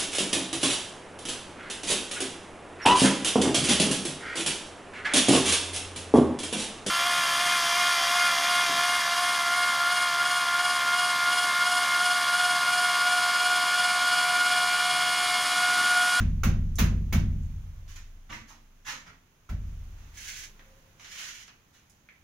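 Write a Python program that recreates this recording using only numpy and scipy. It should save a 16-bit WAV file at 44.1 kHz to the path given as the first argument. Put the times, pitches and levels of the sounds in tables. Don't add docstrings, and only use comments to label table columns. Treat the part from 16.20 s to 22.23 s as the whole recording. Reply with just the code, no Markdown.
import sys
import numpy as np
from scipy import signal
from scipy.fft import rfft, irfft, next_fast_len
from scipy.io import wavfile

SR = 44100
rng = np.random.default_rng(int(sys.argv[2]) if len(sys.argv) > 2 else 0)


def generate_wav(signal):
    frames = np.transpose(np.atleast_2d(signal))
    scaled = np.clip(frames, -1, 1) * 32767
    pcm = np.round(scaled).astype(np.int16)
    wavfile.write(sys.argv[1], SR, pcm)


N = 265922
T = np.arange(N) / SR

# (f/Hz, level/dB)
AIR_EQ = [(20, 9.5), (90, 16.5), (170, 11.5), (300, 6), (550, 1.5), (1500, 4), (3000, 4.5), (5000, -0.5),
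          (9000, -1), (15000, 0.5)]
# (t/s, length/s)
AIR_LIFTS = [(-.3, 1.6), (3.235, 1.2)]
# (t/s, level/dB, f/Hz, width/Hz)
TICK_HITS = [(0.556, -17, 8300, 5130), (1.233, -36, 7700, 3000), (1.68, -31, 4000, 7000),
             (2.127, -14.5, 2036, 1000), (2.305, -31, 1010, 596), (4.394, -28.5, 1930, 2600),
             (4.797, -26.5, 2260, 5000), (4.846, -21, 3260, 6100), (4.986, -17.5, 2800, 4230),
             (5.280, -24, 2700, 3680), (5.698, -30.5, 8600, 8000), (5.888, -26, 2240, 910)]
# (t/s, level/dB, swell/s, fade/s, tilt/dB per octave)
SCUFF_SLIDES = [(1.676, -46.5, 0.014, 0.074, 6), (1.754, -38, 0.0077, 0.01, 4),
                (2.091, -35.5, 0.012, 0.013, -2.5), (2.117, -39, 0.0028, 0.038, 3),
                (2.265, -46.5, 0.025, 0.037, 4.5), (2.645, -30.5, 0.043, 0.038, 3),
                (2.85, -46, 0.024, 0.023, -0.5), (3.752, -59.5, 0.029, 0.35, 2.5),
                (5.525, -53.5, 0.02, 0.037, 4.5)]
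# (f/Hz, level/dB)
SCUFF_EQ = [(120, -9), (350, -16.5), (650, -14.5), (1000, -5), (2200, -2), (4000, -8.5), (8000, -15.5),
            (15000, -25.5)]
# (t/s, length/s, hardest at/s, level/dB, easing at the ends/dB, rasp trim/dB, tilt/dB per octave)
SCRAPE_STROKES = [(3.929, 0.32, 4.159, -36.5, 5, -27.5, 1.07), (4.775, 0.5, 5.039, -36, 19, -22, -0.4)]
# (f/Hz, level/dB)
SCRAPE_EQ = [(600, -28.5), (1150, -17.5), (1500, -1.5), (2800, 2.5), (4500, 0), (8000, 0), (15000, -9.5)]
# (t/s, push/dB, push bandwidth/Hz,
# distance from the corner/m, slap/dB, slap tilt/dB per octave, palm landing/s, favoured f/Hz, ring/dB)
BLOWS = [(-0.105, 1, 330, 0.028, 8.5, 2, 0.002, 1390, -18),
         (0.234, -0.5, 276, 0.071, -2, 0.2, 0.0012, 1350, -2),
         (0.585, -0.5, 330, 0.022, 3.5, 1, 0.018, 3800, 1.5),
         (0.9251, -1, 320, 0.016, -2.5, 0.5, 0.0059, 2260, -10.5),
         (3.291, -9, 140, 0.095, -20.5, -1, 0.0061, 1420, -20)]
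# (f/Hz, level/dB)
SLAP_EQ = [(120, -5), (300, 1.5), (450, -4.5), (620, -2), (900, -3.5), (1600, 0), (2600, 0), (4500, -5.5),
           (6200, -7.5), (8000, -8.5), (15000, -3)]
# (f/Hz, level/dB, t60/s)
TILE_PARTIALS = [(1290, -10, 0.24), (1362, 5, 0.044), (1670, -26, .04), (2220, 8, 0.18), (2540, -34, 0.06),
                 (3830, 3, 0.027), (5150, -9, 0.02), (6520, 17.5, 0.018)]
# (f/Hz, level/dB, t60/s)
ROOM_MODES = [(25.5, -15, 4.0), (26.8, -8, 3.8), (48.8, 0, 1.8), (72.3, -9, 2.2), (79.5, -5, 1.6),
              (87.5, -5, 2.0), (97.1, -9, 1.5), (102.2, -11, 1.4), (105.4, -13, 1.4), (116.2, -15, 1.1),
              (137.8, -8, 1.5), (146, -14, .9), (154.3, -10, 1.1), (160, -10, 1.0), (166, -9, 1.3),
              (181, -8, .9), (194.4, -9, .8), (204.5, -8, 1.0), (213.4, -8, .8), (224.6, -9, .9),
              (236.6, -11, .9), (245.1, -15, 1.0), (260, -15, .7), (271, -16, .6), (334.3, -23, .6),
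              (351, -20, .55)]
# (f/Hz, t60/s)
REVERB_DECAY = [(250, 0.84), (800, 0.36), (2000, 0.36), (5500, .3), (14000, 0.17)]
# (f/Hz, left level/dB, right level/dB)
PORT_EQ = [(250, 2.5, 2.5), (1115, -2.5, 2.5), (4600, -6.5, -6), (5410, -6.5, -2), (6380, -8, 4.5),
           (7280, -12.5, -2.5), (7470, -18, -8.5), (9340, -12, -13.5), (9960, -8.5, -8.5),
           (12300, -8.5, -11.5), (15900, -5.5, -13.5)]


def undb(db):
    return 10 ** (np.asarray(db) / 20)


def unit(x):
    return x / np.sqrt(np.mean(x ** 2))


def fade(t, t60):
    return np.exp(-np.log(1000) * t / t60)


def envelope(t, attack_s, held_s, release_s):
    return np.clip(t / attack_s, 0, 1) * np.exp(-np.maximum(t - held_s, 0) / release_s)


def add(track, at_s, sound):
    start = int(round(at_s * SR))
    part = sound[..., max(-start, 0):N - start]
    track[..., max(start, 0):max(start, 0) + part.shape[-1]] += part


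def on_log_axis(hz, points):
    f, value = np.transpose(points)
    return np.interp(np.log(np.maximum(hz, 1)), np.log(f), value)


def equalise(x, points, tilt_db=0):
    size = 2 * next_fast_len(x.shape[-1])
    hz = np.maximum(np.fft.rfftfreq(size, 1 / SR), 20)
    db = on_log_axis(hz, points) + tilt_db * np.log2(np.maximum(hz, 300) / 2000)
    cepstrum = irfft(np.log(undb(db)))
    cepstrum[1:size // 2] *= 2
    cepstrum[size // 2 + 1:] = 0
    return irfft(rfft(x, size) * np.exp(rfft(cepstrum)))[..., :x.shape[-1]]


def resonate(x, hz, width_hz):
    b, a = signal.iirpeak(hz, hz / width_hz, fs=SR)
    return signal.lfilter(b, a, signal.lfilter(b, a, x))


def stereo_noise(size, shared_hz=450):
    mid, side = rfft(rng.standard_normal((2, size)))
    alike = 1 / (1 + (np.fft.rfftfreq(size, 1 / SR) / shared_hz) ** 2)
    mid *= np.sqrt(1 + alike)
    side *= np.sqrt(1 - alike)
    return irfft(np.array([mid + side, mid - side]) / np.sqrt(2), size)


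def contact(shape):
    spectrum = rfft(rng.standard_normal(len(shape)) * shape)
    even = irfft(spectrum / (np.abs(spectrum) + 1e-18), len(shape))
    return unit(even * np.sqrt(shape))


def grit(size, spread_db):
    grains = rng.standard_normal(size)
    grain_db = spread_db * np.minimum(rng.exponential(size=size), 6)
    return unit(grains * undb(grain_db))


def in_room(x, direct=0.39, build_s=0.00022):
    t = T[:int(0.8 * SR)]
    noise, hz = rfft(stereo_noise(len(t))), np.fft.rfftfreq(len(t), 1 / SR)
    centres, t60s = np.transpose(REVERB_DECAY)
    bands = [on_log_axis(hz, np.c_[centres, share]) for share in np.eye(len(centres))]
    tail = sum(irfft(noise * band, len(t)) * fade(t, t60) for band, t60 in zip(bands, t60s))
    response = unit(tail * (1 - np.exp(-t / build_s))) / np.sqrt(len(t))
    response[:, 0] += direct
    return signal.fftconvolve(x[None], response, axes=1)[:, :len(x)]


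def room_air(level_db=-62, lift_db=6, rise_s=0.25, settle_s=0.85):
    lift = sum(envelope(T - at_s, rise_s, length_s, settle_s) for at_s, length_s in AIR_LIFTS)
    return unit(equalise(stereo_noise(N), AIR_EQ)) * undb(level_db + lift_db * lift)


def hum(level_db=-71, start_s=4.37):
    tone = unit(resonate(rng.standard_normal(N), hz=535, width_hz=33))
    return undb(level_db) * tone * envelope(T - start_s, attack_s=0.074, held_s=0.23, release_s=0.28)


def ticks(base_db=-38, contact_t60=0.0069):
    out, t = np.zeros((2, N)), T[:SR // 2]
    for at_s, db, hz, width_hz in TICK_HITS:
        knock = resonate(contact(fade(t, contact_t60)), hz, width_hz)
        add(out, at_s, in_room(undb(base_db + db) * unit(knock)))
    return out


def scuffs(spread_db=3):
    out, t = np.zeros((2, N)), T[:SR]
    for at_s, db, swell_s, fade_s, tilt_db in SCUFF_SLIDES:
        pressure = envelope(t, swell_s, swell_s, fade_s)
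        friction = unit(equalise(grit(len(t), spread_db), SCUFF_EQ, tilt_db))
        add(out, at_s, in_room(undb(db) * pressure * friction))
    return out


def scrapes(spread_db=4, judder_db=3.5, judder_hz=90, rasp_db=-2, bite_s=0.025, lift_off_s=0.04):
    out, t = np.zeros((2, N)), T[:SR]
    knots = np.arange(0, 2, 1 / judder_hz)
    for at_s, length_s, hardest_s, db, ease_db, rasp_trim_db, tilt_db in SCRAPE_STROKES:
        judder = np.interp(t, knots, rng.standard_normal(len(t))[:len(knots)])
        grip = undb(judder_db * judder)
        hiss = unit(in_room(equalise(grip * grit(len(t), spread_db), SCRAPE_EQ, tilt_db)))
        rasp = unit(in_room(resonate(grip * grit(len(t), spread_db), hz=1270, width_hz=1300)))
        arch_db = -ease_db * (2 * (at_s + t - hardest_s) / length_s) ** 2
        pressure = undb(db + arch_db) * envelope(t, bite_s, length_s, lift_off_s)
        add(out, at_s, pressure * (hiss + undb(rasp_db + rasp_trim_db) * rasp))
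    return out


def standing_waves(build_s=0.0064, step_turns=0.41, port_lag_s=0.00018):
    t = T[:4 * SR]
    waves, swell = [], 1 - np.exp(-(t / build_s) ** 2)
    for k, (hz, db, t60) in enumerate(ROOM_MODES):
        lag_s = (-1) ** k * port_lag_s * np.array([[1], [-1]])
        turns = hz * (t + lag_s) - k * step_turns
        waves.append(-undb(db) * swell * fade(t, t60) * np.sin(2 * np.pi * turns))
    return np.array(waves)


def boom(waves, push_hz, corner_m):
    hz = np.transpose(ROOM_MODES)[0]
    coupling = np.cos(2 * np.pi * hz * corner_m / 343)
    rolloff = 1 / (1 + (hz / push_hz) ** 3)
    return np.tensordot(coupling * rolloff, waves, 1)


def tile_ring(t, favoured_hz, spread_octaves=0.38, floor=0.091):
    ring = np.zeros(len(t))
    for hz, db, t60 in TILE_PARTIALS:
        drive = floor + np.exp(-(np.log2(hz / favoured_hz) / spread_octaves) ** 2)
        ring += undb(db) * drive * np.sin(2 * np.pi * hz * t) * fade(t, t60)
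    return ring


def thumps(boom_db=-23, glaze_db=-39, slap_t60=0.037, tile_db=-31, ring_send_db=-9):
    out, t, waves = np.zeros((2, N)), T[:SR], standing_waves()
    for at_s, push_db, push_hz, corner_m, slap_db, tilt_db, land_s, favoured_hz, ring_db in BLOWS:
        palm = contact((1 - np.exp(-t / land_s)) * fade(t, slap_t60))
        slap = undb(glaze_db + slap_db) * unit(equalise(palm, SLAP_EQ, tilt_db))
        ring = undb(tile_db + ring_db) * tile_ring(t, favoured_hz)
        add(out, at_s, ring + in_room(slap + undb(ring_send_db) * ring))
        add(out, at_s, undb(boom_db + push_db) * boom(waves, push_hz, corner_m))
    return out


def scene():
    return thumps() + scuffs() + scrapes() + ticks() + room_air() + hum()


def record(dry, top_hz=15700):
    hz, left_db, right_db = np.transpose(PORT_EQ)
    left = equalise(dry[0], np.c_[hz, left_db])
    right = equalise(dry[1], np.c_[hz, right_db])
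    high_cut = signal.ellip(8, 0.1, 60, top_hz, fs=SR, output="sos")
    return signal.sosfiltfilt(high_cut, np.array([left, right]))


dry = scene()
out = record(dry)
generate_wav(out)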